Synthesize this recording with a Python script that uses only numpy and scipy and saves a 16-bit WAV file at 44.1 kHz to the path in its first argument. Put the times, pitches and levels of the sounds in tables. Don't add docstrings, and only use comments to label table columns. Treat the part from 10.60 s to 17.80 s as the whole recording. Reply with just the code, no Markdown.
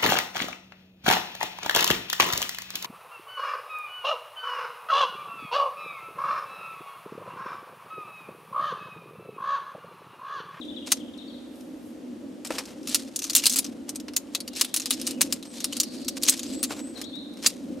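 import sys
import numpy as np
from scipy import signal
from scipy.fft import rfft, irfft, next_fast_len
from scipy.io import wavfile
from scipy.ndimage import uniform_filter1d, map_coordinates

SR = 44100
rng = np.random.default_rng(int(sys.argv[2]) if len(sys.argv) > 2 else 0)


def invert_db(x):
    u = np.asarray(x, float) / 20
    return 10 ** u


def inscribe(sig):
    pcm = np.round(np.clip(np.atleast_2d(sig).T, -1, 1) * 32767)
    wavfile.write(sys.argv[1], SR, pcm.astype(np.int16))


N = 317520


def unit(x):
    return x / np.sqrt(np.mean(x ** 2) + 1e-20)


def along(points, hz):
    f, v = np.transpose(points)
    return np.interp(np.log(hz + 1), np.log(f + 1), v)


def curves(rows):
    s, *cols = np.transpose(rows)
    return [np.interp(np.arange(N) / SR, s, c) for c in cols]


def wobble(rate):
    knots = rng.standard_normal(int(N * rate / SR) + 4)
    return map_coordinates(knots, [np.arange(N) * rate / SR])


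def rush(spectrum, alike, grain=1):
    m = next_fast_len(N + 8192)
    hz = np.fft.rfftfreq(m, 1 / SR)
    turn = np.arccos(np.clip(along(alike, hz), -1, 1)) / 2
    pair = rfft(rng.standard_normal((2, N)) * grain, m) * invert_db(along(spectrum, hz))
    mid, side = irfft(pair * [np.cos(turn), np.sin(turn)], m)[:, :N]
    return unit(np.array([mid + side, mid - side]))


def echoes(x, t60, delay):
    t = np.arange(round(t60 * SR)) / SR
    tail = rng.standard_normal((2, SR))[:, :len(t)] * invert_db(-60 * t[:SR] / t60) * (t[:SR] > delay)
    return signal.fftconvolve(x[None], tail / np.linalg.norm(tail[0]), axes=1)[:, :N]


def resonance(hz, centre, width):
    return 1j * hz * width / (centre ** 2 - hz * hz + 1j * hz * width)


# time in seconds, peak in dB, treble over middle in dB,
# low knock over middle in dB, strongest ring in Hz.
SNAPS = [(.3192, -9.5, 0, -5, 6300), (2.3459, -10, -3.5, -13, 9950), (2.7512, -7, -2, -15, 6800),
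         (2.7632, -8.5, -1.5, -12, 7900), (2.8569, -12, -2, -15.5, 4380), (2.8659, -7, -4, -15, 9050),
         (2.9594, -16, 2, -12, 7600), (2.9885, -11.5, 1.5, -14.5, 9950), (3.5651, -12.5, -3.5, -11.5, 6940),
         (3.7496, -18, -4, -8, 4000), (4.0115, -10.5, -0.5, -5, 5500), (4.1415, -15.5, -2, -9.5, 10700),
         (4.3072, -13.5, -3.5, -10, 3760), (4.6096, -16, -5, -1.5, 6500), (4.6148, -8, 2, -4, 6360),
         (4.7252, -15, -2.5, -9.5, 5100), (5.2008, -11, -4, -20, 7020), (5.6333, -15, -3, -14, 4550),
         (5.6856, -9.5, -4, -3, 6500), (5.6951, -6, -1, -26, 6400), (6.0295, -16.5, 3.5, -4, 9600),
         (6.8621, -12, -13, -3, 4600), (6.8648, -8.5, -7.5, -14, 4800), (6.8702, -15, 14, -20, 4500)]
# time in seconds, peak in dB, strongest ring in Hz,
# low knock over middle in dB.
BUNDLE = [(2.2732, -26, 10700, -14), (2.2806, -33.5, 6105, -15), (2.2858, -29, 5430, -10),
          (2.294, -27, 4220, -14), (2.321, -44, 6000, -6), (2.3546, -17, 7100, -7.5),
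          (2.5608, -18, 9600, -17), (2.591, -23, 6250, -14.5), (2.6198, -26, 6100, -11),
          (2.631, -28, 6390, -13), (2.641, -21.5, 6650, -15), (2.648, -29, 6000, -10),
          (2.668, -33, 5520, -11), (2.678, -40, 6000, -5), (2.698, -21, 4560, -17),
          (2.705, -23.5, 7000, -11.5), (2.7325, -24, 5930, -12.5), (2.77, -17, 2800, -15),
          (2.7805, -16, 8580, -18.5), (2.789, -23.5, 5000, -13), (2.797, -26, 2900, -10),
          (2.8381, -20, 2800, -7.5), (2.8487, -28, 4350, -18), (2.8725, -20, 8300, -15),
          (2.8968, -16, 8100, -20), (2.9043, -24, 6400, -19), (2.913, -26, 6500, -12),
          (2.9175, -26, 8800, -11), (2.9245, -19.5, 8700, -15), (2.9357, -19, 6030, -19),
          (2.9425, -25, 6000, -11), (2.967, -16.5, 7450, -16), (2.9756, -21, 8000, -8.5),
          (2.985, -19, 7000, -18), (2.995, -28, 4960, -11), (3.0441, -26.5, 5980, -11),
          (3.0485, -29.5, 6100, -7), (3.064, -35, 5500, -9)]
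# time in seconds, peak in dB, strongest ring in Hz.
LOOSE = [(3.2926, -23, 6150), (3.3581, -25.5, 6570), (3.4, -35, 5350), (3.5628, -28, 6800),
         (3.804, -27.5, 4530), (3.8777, -28, 4600), (3.9523, -35, 5440), (3.9614, -29, 5340),
         (3.9681, -28, 2540), (3.9972, -30, 4220), (4.047, -24.5, 10600), (4.1495, -29, 5560),
         (4.163, -15.5, 10060), (4.1715, -20, 10400), (4.1988, -22.5, 6860), (4.2187, -28.5, 5560),
         (4.2583, -20.5, 5000), (4.3004, -35, 5430), (4.3253, -25, 4060), (4.3354, -28, 7780),
         (4.398, -35, 5500), (4.4147, -25.5, 5150), (4.4679, -20, 6650), (4.4731, -19, 8300),
         (4.5091, -25.5, 5200), (4.6047, -43, 4390)]
# time in seconds, peak in dB, strongest ring in Hz.
HANGING = [(4.827, -37.5, 4030), (5.0041, -28.5, 11000), (5.0432, -15.5, 5400), (5.126, -28, 3000),
           (5.1676, -23, 9400), (5.233, -22.5, 5700), (5.447, -35.5, 5500), (5.4818, -23, 5600),
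           (5.4837, -19, 8080), (5.6172, -39, 5444), (5.6242, -27, 5700), (5.682, -17, 6700),
           (5.7236, -25.5, 7900), (5.768, -35, 5500), (5.7753, -32, 5500), (5.7935, -25, 6760),
           (5.8321, -27, 6550), (6.0375, -17.5, 8600), (6.0461, -26.5, 10070), (6.4413, -38, 5464)]
# time in seconds, peak in dB, strongest ring in Hz.
REBOUNDS = [
    (.3223, -14.5, 8700),
    (4.0141, -14, 5400),
    (4.268, -33, 5000),
    (4.339, -28, 5000),
    (4.626, -22, 6300),
    (5.1323, -30, 4510),
    (5.2064, -22.5, 7000),
    (5.653, -24, 6000),
    (5.6647, -26, 6000),
]
# time in seconds, peak in dB,
# low knock over middle in dB.
THUMPS = [(.2753, -44, 6), (1.849, -28, 2.5), (1.861, -38, -12), (1.871, -30, -7), (1.906, -33, 9),
          (1.9835, -23, 3.5), (1.989, -28, -6), (2.055, -37, -6), (3.4829, -35.5, 2), (3.5357, -38, 1),
          (4.853, -41, 4), (5.569, -36, 1), (6.1063, -37, 5.5), (6.379, -43, 0.5), (6.415, -28, -2),
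          (6.8267, -33.5, -0.5), (6.8445, -34, 1)]
# time in seconds, peak in dB.
TICKS = [(.0507, -54), (0.3706, -41), (.576, -52), (0.957, -53), (1.008, -47.5), (2.23, -45.5), (3.35, -42),
         (3.9336, -39), (5.3406, -46), (5.865, -37), (5.8934, -57), (6.555, -46.5), (6.736, -50),
         (6.7718, -44.5)]


def contacts():
    # (treble, low knock) over middle in dB
    kinds = [(LOOSE, (-4.5, -11)), (HANGING + REBOUNDS, (-7, -11.5))]
    soft_treble_db, soft_ring_hz = -4.5, 5400
    small = [(s, db, *colour, hz) for rows, colour in kinds for s, db, hz in rows]
    small += [(s, db, -6, knock_db, hz) for s, db, hz, knock_db in BUNDLE]
    small += [(s, db, soft_treble_db, knock_db, soft_ring_hz) for s, db, knock_db in THUMPS]
    small += [(s, db, -3, -3, soft_ring_hz) for s, db in TICKS]
    scatter_db = 2 * rng.standard_normal((len(small), 2))
    varied = [(s, db, treble + a, knock + b, hz)
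              for (s, db, treble, knock, hz), (a, b) in zip(small, scatter_db)]
    return list(SNAPS) + varied


# centre in Hz, width in Hz, level in dB.
TUBE = [(1274, 260, -9.5), (2794, 210, -2.5), (4300, 890, -1), (5130, 290, -5), (6570, 1570, 2),
        (8580, 1280, 1), (10700, 3600, -5)]
# frequency in Hz, level in dB.
CONTACT = [(80, -61), (300, -6), (900, -4), (2500, 0.5), (6000, 1), (12000, -2), (16000, -8.5)]


def tube_modes(hz, ring_hz, detune_luck, level_luck):
    modes = invert_db(-6)
    for (centre, width, db), shift, lift in zip(TUBE, detune_luck, level_luck):
        modes = modes + invert_db(db + 4 * lift) * resonance(hz, centre * (1 + 0.06 * shift), width)
    return modes + invert_db(9) * resonance(hz, ring_hz, 350)


def pole():
    size, lead = 4096, 256
    out = np.zeros((2, N + size))
    t, hz = (np.arange(size) - lead) / SR, np.fft.rfftfreq(size, 1 / SR)
    body_band = (hz > 4600) & (hz < 15000)

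    def crack(after):
        return np.where(t >= after, 1, .12) * invert_db(-60 * np.abs(t - after) / .007)

    for s, db, treble_db, knock_db, ring_hz in contacts():
        noise, luck = rng.standard_normal((4, size)), rng.standard_normal((3, len(TUBE)))
        ground_db, ground_s = -5 + 2.0 * luck[2, 0], 0.0034 * (1 + .15 * luck[2, 1])
        shape = crack(0) + invert_db(ground_db) * crack(ground_s)
        rattle = invert_db(-11 - 60 * np.abs(t / 0.038) ** 1.55) * (1 - crack(0)) * (t >= 0)
        rattle = rattle * invert_db(2 * unit(uniform_filter1d(noise[3], size=24)))
        mid = np.sign(noise[0]) * shape + noise[1] * rattle
        side = 0.24 * noise[2] * (0.89 * shape + rattle)

        lean = along([(400, knock_db + 10.5 + 2 * max(knock_db + 0.5, 0)), (2200, knock_db + 9.5),
                      (3200, 0.33 * (knock_db + 14)), (7000, 0.0074), (9000, treble_db + 3.5)], hz)
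        both = rfft([mid, side])
        both /= np.sqrt(uniform_filter1d(np.abs(both[0]) ** 2, size=70))
        both *= tube_modes(hz, ring_hz, luck[0], luck[1]) * invert_db(along(CONTACT, hz) + lean)
        both[1] *= invert_db(along([(1500, -4.5), (9000, 2)], hz))
        both /= np.linalg.norm(both[0, body_band]) / size ** .5
        mid, side = irfft(both, size)
        start = max(round(s * SR) - lead, 0)
        out[:, start:start + size] += invert_db(db + 16.0) * np.array([mid + side, mid - side])
    return out[:, :N]


def strokes(rows):
    t = np.arange(N) / SR
    power = 0
    for start, peak, end, db in rows:
        before = (peak - t) / max(peak - start, 1e-3)
        after = (t - peak) / max(end - peak, 1e-3)
        power = power + invert_db(2 * (db - 24 * np.maximum(before, after)))
    return power


# start, peak and end in seconds, level in dB.
SWISHES = [(.255, .272, 0.44, -43), (2.23, 2.317, 2.526, -38), (2.5, 2.835, 3.14, -40),
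           (2.8, 3.05, 1.91, -53), (3.68, 3.78, 3.77, -48), (3.87, 3.89, 3.86, -38),
           (3.935, 3.993, 4.1, -34.5), (3.9, 4.303, 4.7, -47), (4.2, 4.504, 4.57, -43.5),
           (4.52, 4.653, 5.03, -49), (4.8, 4.847, 5.1, -53), (4.89, 4.945, 5.43, -46.5),
           (4.9, 5.039, 4.4, -46.5), (5.04, 5.163, 5.5, -48.5), (5.275, 5.337, 5.8, -48.5),
           (5.555, 5.585, 5.55, -36.5), (5.635, 5.678, 5.79, -29), (5.5, 5.8, 6.7, -50.5),
           (5.75, 5.948, 6, -44.5), (6.79, 6.857, 6.98, -39), (6.85, 6.94, 7.55, -57.5)]
# start, peak and end in seconds, level in dB.
DRAGS = [
    (1.853, 1.864, 1.89, -40.5),
    (1.89, 1.925, 2.15, -38),
    (1.9, 2.04, 1.5, -55),
    (3.272, 3.289, 3.32, -47),
    (3.45, 3.6, 4.1, -64.5),
    (6.09, 6.118, 6.24, -39.5),
    (6.17, 6.41, 6.2, -52.5),
]
# start, peak and end in seconds, level in dB.
BRUSH = [
    (.8, .98, 1.3, -59),
    (1.0, 1.28, 1.45, -60),
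]
# frequency in Hz, level in dB.
CLOTH_COLOUR = [(800, -18.5), (2500, -1.5), (4200, 2), (6000, 1), (9000, -2.5), (15000, -17)]


def cloth():
    swish, drag, rest = strokes(SWISHES), strokes(DRAGS), invert_db(2 * -68)
    total = swish + drag + rest
    busy = 1 - rest / total
    grain = invert_db(busy * (2.7 * wobble(70) + 2.5 * wobble(400)))
    bright = rush(CLOTH_COLOUR, [(1000, 0.93), (12000, 0.84)], grain)
    dull_colour = [(200, -12.0), (500, -2.5), (1500, -11.5), (3000, -13.5), (5000, -27.5)]
    dull = rush(dull_colour, [(1000, 0.99)], grain)
    body = swish * invert_db(2 * -16) + drag * invert_db(2 * 2.5) + rest * invert_db(2 * 8.5)
    nylon = rush([(3000, -29), (6000, -9.5), (11000, -1), (15000, -4)], [(8000, .8)])
    return invert_db(2.5) * np.sqrt(total) * bright + np.sqrt(body) * dull + np.sqrt(strokes(BRUSH)) * nylon


def sung(rows, shape):
    return [(db, [(s + u * long, low + v * (high - low)) for u, v in shape])
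            for s, long, low, high, db in rows]


def bird(notes, wet_db, t60, left_db):
    song = np.zeros(N + SR)
    for db, path in notes:
        s, hz = np.transpose(path)
        t = np.arange(max(s[0], 0), s[-1], 1 / SR)
        pitch = uniform_filter1d(np.interp(t, s, hz), size=70, mode="nearest")
        share = np.linspace(0, 1, len(t))
        swell = np.abs(np.sin(np.pi * share)) ** 0.3 * invert_db(-7 * share ** 2)
        whistle = np.sin(2 * np.pi * np.cumsum(pitch) / SR)
        song[round(t[0] * SR):][:len(t)] += invert_db(db + 4.5) * swell * whistle
    song = song[:N] * invert_db(2.2 * wobble(130))
    leaves = invert_db(-9) * echoes(song, t60=0.09, delay=0.004)
    pan = invert_db(np.array([[left_db / 2], [-left_db / 2]]))
    return (song + leaves) * pan + invert_db(wet_db) * echoes(song, t60=t60, delay=0.013)


# start in seconds, length in seconds, low Hz, high Hz, level in dB.
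DOUBLES = [
    (.011, 0.032, 2500, 4080, -49),
    (6.352, 0.039, 3280, 4450, -49),
]
HOOKS = [
    (.163, 0.028, 2570, 4070, -47.5),
    (.401, 0.023, 2510, 3610, -53.5),
    (.578, 0.033, 2855, 4380, -54),
]
HELD = [
    (.082, .034, 2780, 4170, -49),
    (.224, 0.036, 2750, 3750, -57),
]
FALLS = [
    (.142, 0.014, 3000, 3130, -60),
    (.222, .013, 2830, 2900, -60),
    (.476, .02, 2800, 3920, -60),
    (.678, 0.014, 4420, 4470, -60),
    (.697, 0.016, 3130, 4200, -55.5),
    (.728, 0.0197, 3700, 4610, -61),
    (.742, 0.0199, 3450, 4200, -59),
    (.777, 0.013, 3220, 4020, -61),
]
DIVES = [
    (.537, 0.016, 2450, 4020, -57.5),
    (.606, .032, 2910, 4300, -55.5),
    (.655, 0.0154, 3200, 3900, -63),
]
RISES = [
    (6.432, .05, 3130, 4480, -50),
    (6.53, 0.075, 3394, 4250, -47),
]
DOUBLE = [(0, 1), (0.47, 0.42), (.62, 0.94), (1, 0)]
HOOK = [(0, 0.97), (.5, .47), (.68, 0.606), (1, 0.044)]
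HOLD = [(0, .56), (.47, .49), (.62, 0.81), (1, 0)]
FALL = [(0, 0.96), (.55, 0.17), (1, 0)]
DIVE = [(0, 0.91), (1, 0.024)]
RISE = [(0, 0.055), (.45, .6), (.65, 0.504), (.8, 1), (1, 0.514)]


def warbler():
    notes = sung(DOUBLES, DOUBLE) + sung(HOOKS, HOOK) + sung(HELD, HOLD)
    notes += sung(FALLS, FALL) + sung(DIVES, DIVE) + sung(RISES, RISE)
    return bird(notes, wet_db=5.5, t60=1.0, left_db=19)


# start in seconds, end in seconds, low Hz, high Hz, level in dB.
TRILL = [
    (3.88, 4.27, 2600, 4500, -55),
    (4.93, 5.06, 2900, 4800, -52),
    (5.1, 5.5, 3200, 5300, -51),
    (5.76, 6.0, 3000, 5400, -54),
]


def trills():
    luck = rng.random((24, 2))
    gaps = np.cumsum(.5 + luck[:, 0]) / 55
    notes = []
    for t0, t1, low_hz, high_hz, db in TRILL:
        for s, (a, b) in zip(t0 + gaps, luck):
            if s < t1:
                notes.append((db - 6 * a, [(s, high_hz - 600 * a), (s + .014, low_hz + 600 * b)]))
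    return bird(notes, wet_db=5, t60=.6, left_db=6)


# start in seconds, length in seconds, low Hz, high Hz, level in dB.
FAR_FALLS = [
    (3.88, .12, 2750, 2950, -66),
    (4.115, .025, 3700, 4000, -58),
    (4.17, .055, 4120, 4200, -56),
    (4.57, .035, 2400, 2850, -60),
    (5.11, .05, 3900, 4250, -54),
]
FAR_GLIDES = [
    (4.278, .142, 3050, 6100, -57),
]
FAR_SLURS = [
    (4.48, .095, 2850, 3020, -62),
]
GLIDE = [(0, 1), (.16, .7), (.47, .38), (.75, 0), (1, .04)]
SLUR = [(0, 0.19), (.35, 0.029), (.75, .8), (1, 0.96)]


def far_birds():
    notes = sung(FAR_FALLS, FALL) + sung(FAR_GLIDES, GLIDE) + sung(FAR_SLURS, SLUR)
    return bird(notes, wet_db=4, t60=.5, left_db=8)


# start in seconds, length in seconds, low Hz, high Hz, level in dB.
WHISTLER = [
    (5.92, 0.13, 7620, 8450, -46.5),
    (6.055, 0.093, 7280, 7550, -50),
    (6.175, 0.14, 7780, 8400, -49),
]
WAVERS = [
    (4.855, 0.093, 7900, 9130, -54),
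]
ARCHES = [
    (5.87, 0.0345, 7600, 8300, -47),
]
WAVER = [(0, .15), (.2, .45), (.42, 0.12), (.6, .3), (.83, 0), (1, 0.77)]
ARCH = [(0, 0), (.35, 0.13), (.65, 1), (1, 0.054)]


def whistler():
    notes = sung(WHISTLER, SLUR) + sung(WAVERS, WAVER) + sung(ARCHES, ARCH)
    return bird(notes, wet_db=-3, t60=.6, left_db=3)


# time in seconds, level in dB, lower edge over level in dB.
DRONE = [(0, -41.5, -9.5), (.9, -43, -8), (2.13, -43.5, -5), (2.45, -41.5, -16), (2.89, -42.5, -5),
         (3.15, -39.5, -5.5), (4.19, -44.5, -15), (4.63, -37.5, -4.5), (5.01, -43, -5), (5.37, -37.5, -5.5),
         (6.09, -39, -11.5), (6.62, -41.5, -4), (7.2, -38.5, -4)]
# frequency in Hz, level in dB.
DRONE_COLOUR = [(15, -55.5), (25, -33), (92, -18), (140, -26), (167, -20.5), (244, 4), (300, 2.5),
                (425, -18), (531, -9.5), (729, -27.5), (789, -28), (1100, -54), (1430, -42), (2420, -120)]
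# frequency in Hz, left-right likeness from 0 to 1.
DRONE_ALIKE = [(60, 0.96), (290, 0.86), (640, 0.66)]
# frequency in Hz, level in dB.
AIR_COLOUR = [(30, -3), (500, 9), (1000, -3), (2300, -11), (3200, -10), (8000, -17.5), (14000, -24.5)]


def forest():
    level_db, under_db = curves(DRONE)
    edge = rush([(120, -35), (170, 3.5), (220, 5.0), (260, -40)], DRONE_ALIKE)
    drone = rush(DRONE_COLOUR, DRONE_ALIKE) + invert_db(2.93 * under_db) * edge
    drone[1] = np.roll(drone[1], round(.00013 * SR))
    air = rush(AIR_COLOUR, [(150, 0.81), (1000, 0.11), (7000, 0.4)])
    return invert_db(level_db + 1.5 + 1.72 * wobble(7.4)) * drone + invert_db(-53.0) * air


def scene():
    clicks = pole()
    camp = invert_db(-17.5) * echoes(clicks.mean(0), t60=0.13, delay=0.00324)
    near = (clicks + camp + cloth()) * invert_db(np.array([[.6], [-.6]]))
    return near + warbler() + trills() + far_birds() + whistler() + forest()


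def band_limit(x):
    return signal.sosfilt(signal.butter(12, 16660, fs=SR, output="sos"), x)


def record(dry):
    topped = dry / (1 + np.abs(dry) ** 8) ** (1 / 8)
    low_cut = signal.butter(2, 45, "highpass", fs=SR, output="sos")
    hz, _, z = signal.stft(signal.sosfilt(low_cut, topped), SR, nperseg=1024)
    treble_db = 10 * np.log10(np.sum(np.abs(z[:, hz > 9000]) ** 2, axis=(0, 1)) + 1e-12)
    edge_hz = np.interp(treble_db, [-64, -56, -30], [13700, 14400, 15900])
    kept = signal.istft(z * (hz[:, None] < edge_hz), SR, nperseg=1024)[1][:, :N]
    return band_limit(kept)


dry = scene()
out = record(dry)
inscribe(out)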